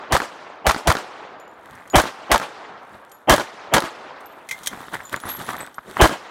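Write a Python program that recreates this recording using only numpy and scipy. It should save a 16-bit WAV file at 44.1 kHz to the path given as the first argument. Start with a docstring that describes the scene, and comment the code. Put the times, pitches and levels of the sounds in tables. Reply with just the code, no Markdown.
"""A pistol fires quick pairs of shots in an open gravel bay, close to a small overloaded microphone.
Each muzzle blast is a crack and a boom of expanding gas; it excites the resonances of the bay and reflects
from a concrete wall. Its rolling tail surges twice, dips, then swells slowly and fades. Spent cases ring
on the stones. Between strings the shooter changes the magazine and runs a few steps over crunching gravel.
Dull pops arrive from a neighbouring bay."""
import sys
import numpy as np
from scipy import signal
from scipy.fft import rfft, irfft
from scipy.io import wavfile
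from scipy.ndimage import uniform_filter1d

SR = 44100
rng = np.random.default_rng(int(sys.argv[2]) if len(sys.argv) > 2 else 0)


def store_wav(level_fs):
    """Save 16-bit WAV to argv[1]."""
    pcm = np.round(np.clip(np.atleast_2d(level_fs), -1, 1) * 32767)
    wavfile.write(sys.argv[1], SR, pcm.T.astype(np.int16))


N = 277830

# pistol shots: (time [s], crack level [dB], crack t60 [s], boom level [dB], boom frequency [Hz],
# swell level [dB], bay resonance level [dB], far wall level [dB])
GUNSHOTS = [(-.38, -14, .15, -16, 70, -21, 3, -18), (.123, -10.5, .17, -17.5, 69, -20.5, -28, -13.5),
            (0.6667, -10, .16, -13, 67.3, -18, -28.5, -15.5),
            (.873, -10, 0.15, -6, 78, -23.5, -25.5, -13.5), (1.956, -8, .2, -11, 55.7, -7, -18.5, -18),
            (2.316, -7.5, .12, -18.5, 54, -17, -23.5, -18.5),
            (3.296, -8, 0.23, -13.5, 54, -11, -12.5, -13.5),
            (3.738, -7.5, 0.13, -29, 57, -17.5, -19, -17.5), (6.013, -8.5, 0.22, -7, 53.7, -8, -13.5, -19)]
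# spectra of struck steel, stones under a sole and fine grit: (frequency [Hz], level [dB])
STEEL_SPECTRUM = [(150, -11), (400, -9), (1400, -6.5), (2100, 1.5), (2750, -17), (3300, 5.5), (4700, -7),
                  (6200, 2.5), (8300, -5), (10000, -5), (12500, -7.5), (16000, -11)]
SOLE_SPECTRUM = [(25, -27), (70, -5.5), (160, -3), (260, -3), (400, -6.5), (700, -3), (1200, -0.5),
                 (1900, -3.5), (2800, -18), (5000, -25), (16000, -51.5)]
GRIT_SPECTRUM = [(500, -32), (2000, -5), (3500, 11.5), (5000, -0.5), (8000, 3), (12000, 0.5), (16000, -6.5)]


def amp(db):
    return 10 ** (np.asarray(db) / 20)


def unit(x):
    return x / np.sqrt(np.mean(x ** 2) + 1e-20)


def seconds(length):
    return np.arange(round(length * SR)) / SR


def dying(t, t60):
    """Exponential decay from t = 0, 60 dB down in t60."""
    return (t >= 0) * np.exp(-np.log(1000) * np.maximum(t, 0) / t60)


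def held(t, attack, hold, t60):
    """Linear rise from t = 0, exponential decay after hold."""
    return np.clip(t / attack, 0, 1) * dying(np.maximum(t - hold, 0), t60)


def colour(x, points):
    """Spectral shaping by (frequency [Hz], level [dB]) points, at unit power."""
    hz, db = np.transpose(points)
    f = np.fft.rfftfreq(len(x), 1 / SR)
    return unit(irfft(rfft(x) * amp(np.interp(np.log(f + 1), np.log(hz), db)), len(x)))


def noise(t, points):
    return colour(rng.standard_normal(len(t)), points)


def add(mix, s, sound):
    at = round(s * SR)
    sound = sound[max(-at, 0):]
    part = mix[max(at, 0):][:len(sound)]
    part += sound[:len(part)]


def steady(x, size=300):
    """Short-time power normalisation gives every noise burst its full strength."""
    return x / np.sqrt(abs(uniform_filter1d(x ** 2, size)) + 0.053)


def swell(t, start_s=-.023, peak_s=-0.003, width_s=0.0074):
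    """Dull noise grows exponentially just ahead of the crack, then decays."""
    spectrum = [(40, -17), (180, -10), (330, 3), (470, -5), (680, 6.5), (900, 0.5), (1400, -14.5),
                (2400, -16), (3150, -11.5), (3700, -40.5), (16000, -47.5)]  # the swell: (frequency [Hz], level [dB])
    envelope = np.minimum(1.78 * np.exp(-abs(t - peak_s) / width_s), 1)
    onset = np.clip((t - start_s) / 0.00069, 0, 1)
    return steady(noise(t, spectrum)) * envelope * onset


def crack(t, grain, t60, low_cut_hz=103):
    """A bright shock front leads a decaying broadband burst."""
    spectrum = [(40, 12), (170, 2.5), (320, -21.5), (470, -5), (650, 7.5), (950, 0.5), (1900, 2.5),
                (2700, -8), (3300, -4), (5000, -11.5), (6000, -9), (9000, -12), (13000, -17),
                (16000, -23.5)]  # the burst: (frequency [Hz], level [dB])
    front = steady(noise(t, STEEL_SPECTRUM), size=60) * dying(t, 0.003)
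    burst = steady(colour(grain, spectrum)) * dying(t, t60)
    return signal.sosfilt(signal.butter(2, low_cut_hz, "highpass", fs=SR, output="sos"), front + burst)


def bay_resonance(t, rise_s=0.0026, return_s=.085):
    """The bay's modes are driven as the blast crosses it, and again on its return from the far wall."""
    modes = [(221, -0.5, 61), (324.5, 1.5, 35), (356, 1, 39), (568, 2.5, 25), (623, 2, 25),
             (722, -13.5, 18.2), (880, 1.5, 28), (1140, -15.5, 35), (1050, -3, 68), (1380, -7.5, 140),
             (1650, -0.5, 17), (1970, -10.5, 48), (3105, -7.5, 38)]  # resonances of the bay: (frequency [Hz], level [dB], bandwidth [Hz])
    f = np.fft.rfftfreq(len(t), 1 / SR)
    power = sum(amp(db) ** 2 / (1 + (2 * (f - hz) / width) ** 2) for hz, db, width in modes)
    ring = unit(irfft(rfft(rng.standard_normal(len(t))) * np.sqrt(power) * f / (f + 60), len(t)))
    outward = held(t, rise_s, hold=0.05, t60=0.046)
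    returning = amp(-13) * held(t - return_s, rise_s, hold=0.029, t60=.115)
    return steady(ring, size=600) * (outward + returning)


def early_reflections(t, grain, rise_s=0.0026):
    """The ground, props and walls each reflect the blast after their own path delay."""
    reflectors = [(.002, -10.5, 0.059), (0.0256, -6.5, 0.03), (0.029, -9, 0.032), (0.042, -1, 0.016),
                  (0.05, -24, 0.11)]  # near surfaces: (delay [s], level [dB], t60 [s])
    spectrum = [(60, -26.5), (200, -9.5), (370, -13.5), (480, 1), (750, 7.5), (1100, 7), (1800, -3.5),
                (2700, -10.5), (4500, -11.5), (9000, -22.5), (16000, -36)]  # their slap: (frequency [Hz], level [dB])
    envelope = sum(amp(db) * dying(t - delay, t60) * np.clip((t - delay) / rise_s, 0, 1)
                   for delay, db, t60 in reflectors)
    return steady(colour(grain, spectrum), size=150) * envelope


def boom(t, hz, delay_s=0.0068, peak_cycles=0.41):
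    """Expanding gas radiates a few slow pressure swings and a turbulent puff."""
    age = np.maximum(t - delay_s, 0) * hz / peak_cycles
    puff = amp(-8) * noise(t, [(15, -0.5), (35, -20), (110, -5.5), (200, -18), (600, -68.5)])
    return age * np.exp(1 - age) * (puff - np.sin(2 * np.pi * hz * (t - delay_s)))


def wall_echo(t, t60=0.025, second_wall_s=.0168):
    """Reflection from the far concrete wall, then more weakly from a second wall."""
    spectrum = [(60, -33), (250, 12), (400, 7), (750, 2.5), (1400, 9), (2700, -14), (4300, -8), (9000, -26),
                (16000, -52)]  # the echo: (frequency [Hz], level [dB])
    envelope = dying(t, t60) + amp(-3) * dying(t - second_wall_s, t60)
    return steady(noise(t, spectrum), size=150) * envelope


def muzzle_blasts(shared_power=0.26, lead_s=.03):
    """Direct and reflected sound superpose; one bay shapes all shots, so their noise is correlated."""
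    # paths change as the shooter moves: (time [s], far wall delay [s], snap delay [s])
    paths = [(.9, .079, .0505), (1.95, .0822, .0615), (3.3, .0848, .0673), (6, .081, .0616)]
    when, far_delays, snap_delays = np.transpose(paths)
    out, t = np.zeros(N), seconds(.3) - lead_s
    common = np.sqrt(shared_power) * rng.standard_normal((2, len(t)))
    for s, crack_db, t60, boom_db, boom_hz, swell_db, bay_db, far_db in GUNSHOTS:
        direct, reflected = common + np.sqrt(1 - shared_power) * rng.standard_normal(common.shape)
        shot = amp(crack_db) * crack(t, direct, t60)
        shot += amp(0.1 * (crack_db + 14.5)) * early_reflections(t, reflected)
        shot += amp(far_db) * wall_echo(t - np.interp(s, when, far_delays))
        shot += amp(swell_db) * swell(t)
        shot += amp(boom_db) * boom(t, boom_hz)
        shot += amp(bay_db) * bay_resonance(t)
        snap = amp(-15.5) * noise(t, GRIT_SPECTRUM) * dying(t - np.interp(s, when, snap_delays), 0.0056)
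        add(out, s - lead_s, shot + snap)
    return out


def rolling_tail(absorption_db_per_s=4.0, lumps_db=2.0):
    """Each shot's tail surges twice, dips, swells slowly and fades; air absorption takes its treble."""
    # two quick surges and a slow swell: (peak delay [s], level [dB], rise [dB/s], fall [dB/s])
    surges = [(.07, -35.5, 599, 202), (.115, -27.5, 474, 258), (.34, -36.5, 20.5, 17)]
    spectrum = [(30, -35), (80, -22), (150, -14), (300, -4.5), (800, 2.5), (1300, 0.5), (2200, -5.5),
                (4000, -8.5), (8000, -11.5), (16000, -16)]  # the tail: (frequency [Hz], level [dB])
    out, t = np.zeros(N), seconds(2.2)
    power = sum(amp(db - np.maximum((peak - t) * rise, (t - peak) * fall)) ** 2
                for peak, db, rise, fall in surges)
    envelope = np.sqrt(power) * held(t, attack=.05, hold=0.75, t60=3.2)
    for s, *_, bay_db, _ in GUNSHOTS:
        hz, delay, bins = signal.stft(noise(t, spectrum), SR, nperseg=512)
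        lumps = uniform_filter1d(rng.standard_normal(bins.shape), 14, axis=0)
        lumps = unit(uniform_filter1d(lumps, 3, axis=1))
        loss_db = absorption_db_per_s * delay * (hz[:, None] / 1000) ** 1.35
        tail = signal.istft(bins * amp(lumps_db * lumps - loss_db), SR, nperseg=512)[1][:len(t)]
        add(out, s, tail * envelope * amp(0.14 * (bay_db + 26)))  # a fuller shot rolls louder
    return out


def air():
    """Stationary noise forms a faint outdoor background."""
    spectrum = [(25, -40), (45, -22), (70, -3), (160, -5), (400, 2), (900, 5.5), (1600, 1.5), (3000, -26),
                (6000, -45), (16000, -55)]  # open air: (frequency [Hz], level [dB])
    return amp(-52.5) * colour(rng.standard_normal(N), spectrum)


def distant_pops(cycles=0.83, echo_s=.379, echo_db=-28, echo_hz=720):
    """Far reports and echoes of the shots arrive as short wave packets with a faint tail."""
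    reports = [(5.143, -6.5, 1630), (5.144, -29, 1550), (5.2377, -18.5, 1320), (5.7834, -14.5, 1240),
               (5.7897, -21.5, 1090)]  # from a neighbouring bay: (time [s], level [dB], frequency [Hz])
    echoes = [(s + echo_s, echo_db, echo_hz) for s, *_ in GUNSHOTS[1:]]
    out, t = np.zeros(N), seconds(.2) - .01
    for s, db, hz in reports + echoes:
        swing = -np.cos(2 * np.pi * hz * t) * np.exp(-(hz * t / cycles) ** 2)
        tail = amp(-15.5) * noise(t, SOLE_SPECTRUM) * held(t, attack=.001, hold=.001, t60=0.023)
        add(out, s + t[0], amp(db) * (swing + tail))
    return out


def spent_cases(rise_s=0.0023, spin_hz=70, flutter=0.61, mode_ratio=1.66, restitution=.75, hop_db=-9.5):
    """Inelastic bounces excite two modes of each case; tumbling modulates their ring."""
    # brass on stone: (time [s], lower mode frequency [Hz], lower mode level [dB],
    # upper mode level [dB], tick level [dB], first hop [s])
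    landings = [(1.399, 7030, -50, -61, -45, .079), (1.900, 6900, -34, -48, -33, .022),
                (3.116, 6970, -52, -46, -45, .03), (4.258, 7431, -70, -46, -46, .066),
                (5.032, 7290, -48, -47, -44, .02), (5.052, 7020, -32.5, -57, -47, .105),
                (5.213, 6500, -60, -43, -41, .04), (5.255, 6050, -56, -39, -46, .035),
                (5.290, 7016, -48, -20.5, -31, .046), (5.335, 7450, -56, -36, -44, .032),
                (5.446, 6325, -60, -38, -44, .04), (5.583, 7072, -60, -38, -44, .17),
                (5.606, 8050, -32, -62, -42, .02)]
    tumble = [(10, 0), (spin_hz, -4), (spin_hz * 4, -26), (spin_hz * 20, -70)]
    tick_spectrum = [(1500, -20), (3800, 6.0), (7000, 4), (12000, -5), (16000, -12)]
    out, t = np.zeros(N), seconds(.4)
    for s, low_hz, low_db, high_db, tick_db, hop in landings:
        for bounce in range(3):
            ring = np.zeros(len(t))
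            for hz, db, t60 in [(low_hz, low_db, 0.15), (low_hz * mode_ratio, high_db, 0.18)]:
                wobble = 1 + flutter * (noise(t, tumble) + 1j * noise(t, tumble))
                tone = (wobble * np.exp(2j * np.pi * hz * t)).real
                ring += amp(db - 2.5) * held(t, rise_s, rise_s, t60) * tone
            tick = amp(tick_db) * noise(t, tick_spectrum) * dying(t, 0.012)
            add(out, s, amp(bounce * hop_db) * (ring + tick))
            s, hop = s + hop, hop * restitution
    return out


def shuffling(standing_db=-79.5):
    """Amplitude envelope of loose stones shifting underfoot."""
    moves = [(1.643, 0.17, -72), (2.768, 0.45, -68.5), (4.15, 0.5, -64.5), (4.462, 1.13, -52.5),
             (5.866, .12, -53)]  # the shooter shifts, runs and stops: (time [s], duration [s], level [dB])
    t = np.arange(N) / SR
    moving = sum(amp(db) * held(t - s, attack=0.089, hold=length, t60=0.88) for s, length, db in moves)
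    return amp(standing_db) + moving


def contacts(count, spread_db):
    """Impulses of either sign with heavy-tailed strengths: a few are far harder than the rest."""
    return amp(spread_db * np.minimum(rng.exponential(1, count), 4)) * rng.choice([-1, 1], count)


def stones(spectrum, low_hz, high_hz, per_s, cycles, sizes, candidates=4000):
    """Random impacts excite stones of many sizes, each a damped oscillator."""
    out, t = np.zeros(N), seconds(.02)
    chance = per_s * N / SR / sizes / candidates
    for hz in np.geomspace(low_hz, high_hz, sizes):
        at = rng.integers(0, N, candidates)
        impacts = contacts(candidates, spread_db=3.5) * (rng.random(candidates) < chance)
        click = np.sin(2 * np.pi * hz * t) * np.exp(-hz * t / cycles) * hz
        out += signal.oaconvolve(np.bincount(at, impacts, N), click)[:N]
    return colour(out, spectrum)


def footsteps(rise_share=0.42, heel_s=0.029, chips_per_s=70):
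    """A heel thuds; the sole's load drives dull crunch and bright grit, incoherent so powers add."""
    # soles on gravel: (peak time [s], crunch level [dB], decay time [s], grit level [dB],
    # heel level [dB], heel frequency [Hz])
    steps = [(1.73, -42.5, 0.3, -58, -50.5, 149), (2.942, -45, 0.045, -57, -48, 204),
             (4.731, -32, 0.028, -53, -44.5, 260), (4.806, -38, 0.047, -49, -55, 200),
             (4.94, -25, 0.021, -35, -52, 120), (5.002, -36.5, 0.029, -65, -55, 100),
             (5.13, -24, 0.014, -33.5, -54, 260), (5.163, -30.5, 0.015, -45, -64, 200),
             (5.267, -29.5, 0.05, -46, -49, 90), (5.292, -38, .03, -32.5, -52, 200),
             (5.405, -32.5, 0.062, -39.5, -38.5, 270), (5.494, -27, 0.037, -35.5, -46, 237),
             (5.543, -30, 0.028, -50, -56, 240), (5.603, -30.5, 0.042, -45, -61, 220),
             (5.893, -42, 0.089, -49, -38.5, 402), (5.976, -29.5, 0.041, -41, -49, 240)]
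    t, step_t, shuffle = np.arange(N) / SR, seconds(1.2) - .5, shuffling()
    crunch_power, grit_power, heels = (amp(4.5) * shuffle) ** 2, shuffle ** 2, np.zeros(N)
    for s, crunch_db, decay_s, grit_db, heel_db, hz in steps:
        start = s + step_t[0]
        load = np.exp(-np.maximum(-step_t / (rise_share * decay_s), step_t / decay_s).clip(0, 40))
        thud = noise(step_t, [(hz / 4, -14), (hz, 0), (hz * 2, -18), (hz * 10, -70)])
        add(crunch_power, start, (amp(crunch_db) * load) ** 2)
        add(grit_power, start, (amp(grit_db) * load) ** 2)
        add(heels, start, amp(heel_db) * thud * np.exp(-(step_t / heel_s) ** 2))
    coarse = stones(SOLE_SPECTRUM, 287, 4000, per_s=1500, cycles=1.37, sizes=12)
    crunch = unit(coarse + 0.35 * noise(t, SOLE_SPECTRUM))
    fine = stones(GRIT_SPECTRUM, 2000, 15500, per_s=5000, cycles=7, sizes=24)
    chips = (rng.random(N) < chips_per_s / SR) * contacts(N, spread_db=5.5)
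    grit = unit(fine + .6 * noise(t, GRIT_SPECTRUM) + .7 * colour(chips, GRIT_SPECTRUM))
    return np.sqrt(crunch_power) * crunch + np.sqrt(grit_power) * grit + heels


def stone_knocks(cycles=1.54, roughness=0.81, pebbles_per_s=14, pebble_hz=1240):
    """A stone pressed into the ground is heavily damped and knocks for only a few cycles."""
    large_stones = [(4.734, -21, 1080), (4.774, -22.5, 1120), (4.883, -23, 1280), (4.941, -16.5, 1880),
                    (4.953, -13, 1070), (5.005, -22, 1450), (5.254, -18.5, 1050), (5.349, -21, 955),
                    (5.674, -20.5, 1560), (5.969, -12, 980)]  # struck by a sole: (time [s], level [dB], frequency [Hz])
    out, t = np.zeros(N), seconds(0.034)
    pebble_db = 20.5 + 20 * np.log10(shuffling())
    at = np.flatnonzero(rng.random(N) < pebbles_per_s / SR)
    pebbles = [(i / SR, pebble_db[i], pebble_hz * rng.lognormal(0, .18)) for i in at]
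    for s, db, hz in large_stones + pebbles:
        swing = np.sin(2 * np.pi * hz * t) + roughness * noise(t, SOLE_SPECTRUM)
        envelope = np.exp(-hz * t / cycles) * (1 - np.exp(-2 * hz * t))
        add(out, s, amp(db + 1) * swing * envelope)
    return out


def struck(t, modes):
    """Free vibration of damped modes, slightly detuned at each blow."""
    return sum(amp(db) * dying(t, t60) * np.sin(2 * np.pi * (hz * rng.normal(1, 0.0054) * t + rng.random()))
               for hz, db, t60 in modes)


def magazine_change(chatter_s=0.0039, chatter_db=-7):
    """Impacts of steel parts excite the modes of frame and magazine; loose parts strike twice."""
    # magazine, belt gear and hard stones: (time [s], level [dB], t60 [s], magazine ring level [dB])
    clacks = [(1.7524, -45.5, 0.011, -34), (1.876, -46, 0.02, -16), (3.096, -53, 0.02, -21),
              (3.118, -42, 0.011, -28), (4.207, -50.5, .03, -24), (4.489, -33, 0.052, -2),
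              (4.511, -27.5, 0.076, 4), (4.633, -38, 0.096, -25), (4.661, -26, 0.033, -22),
              (4.672, -14.5, 0.026, -24), (5.203, -40, .02, -25), (5.367, -38, .015, -30),
              (5.744, -41, .012, -30)]
    # modes of the pistol's frame and the empty magazine: (frequency [Hz], level [dB], t60 [s])
    frame_modes = [(3150, 3, 0.058), (3170, -9, 0.077), (5720, -3, .05), (6550, -7, .07), (7260, -22, .05),
                   (8500, 10, 0.027), (11200, -6, 0.082)]
    magazine_modes = [(1885, -5, .05), (2048, -1, 0.11), (2100, -1, 0.16), (2320, -3.5, 0.053),
                      (2500, -4.5, 0.043)]
    out, t = np.zeros(N), seconds(0.19)
    for s, db, t60, magazine_db in clacks:
        envelope = dying(t, t60) + amp(-29) * dying(t, 0.37)
        for delay, drop_db in [(0, 0), (chatter_s, chatter_db)]:
            knock = steady(noise(t, STEEL_SPECTRUM), size=100) * envelope
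            ring = amp(-14) * struck(t, frame_modes) + amp(magazine_db) * struck(t, magazine_modes)
            add(out, s + delay, amp(db + drop_db) * (knock + ring))
    return out


def scene():
    """All sources superpose in one channel."""
    shooting = air() + muzzle_blasts() + rolling_tail() + magazine_change() + spent_cases()
    return (shooting + footsteps() + stone_knocks() + distant_pops())[None]


def record(dry, low_cut_hz=28, ceiling=.95, high_cut_hz=16000):
    """The microphone drops the deepest bass, saturates on the highest peaks and limits the band."""
    thinned = signal.sosfilt(signal.butter(2, low_cut_hz, "highpass", fs=SR, output="sos"), dry)
    saturated = thinned / (1 + (thinned / ceiling) ** 6) ** (1 / 6)
    lowpass = signal.firwin(401, high_cut_hz, window=("kaiser", 9), fs=SR)
    return signal.oaconvolve(saturated, lowpass[None], "same")


dry = scene()
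out = record(dry)
store_wav(out)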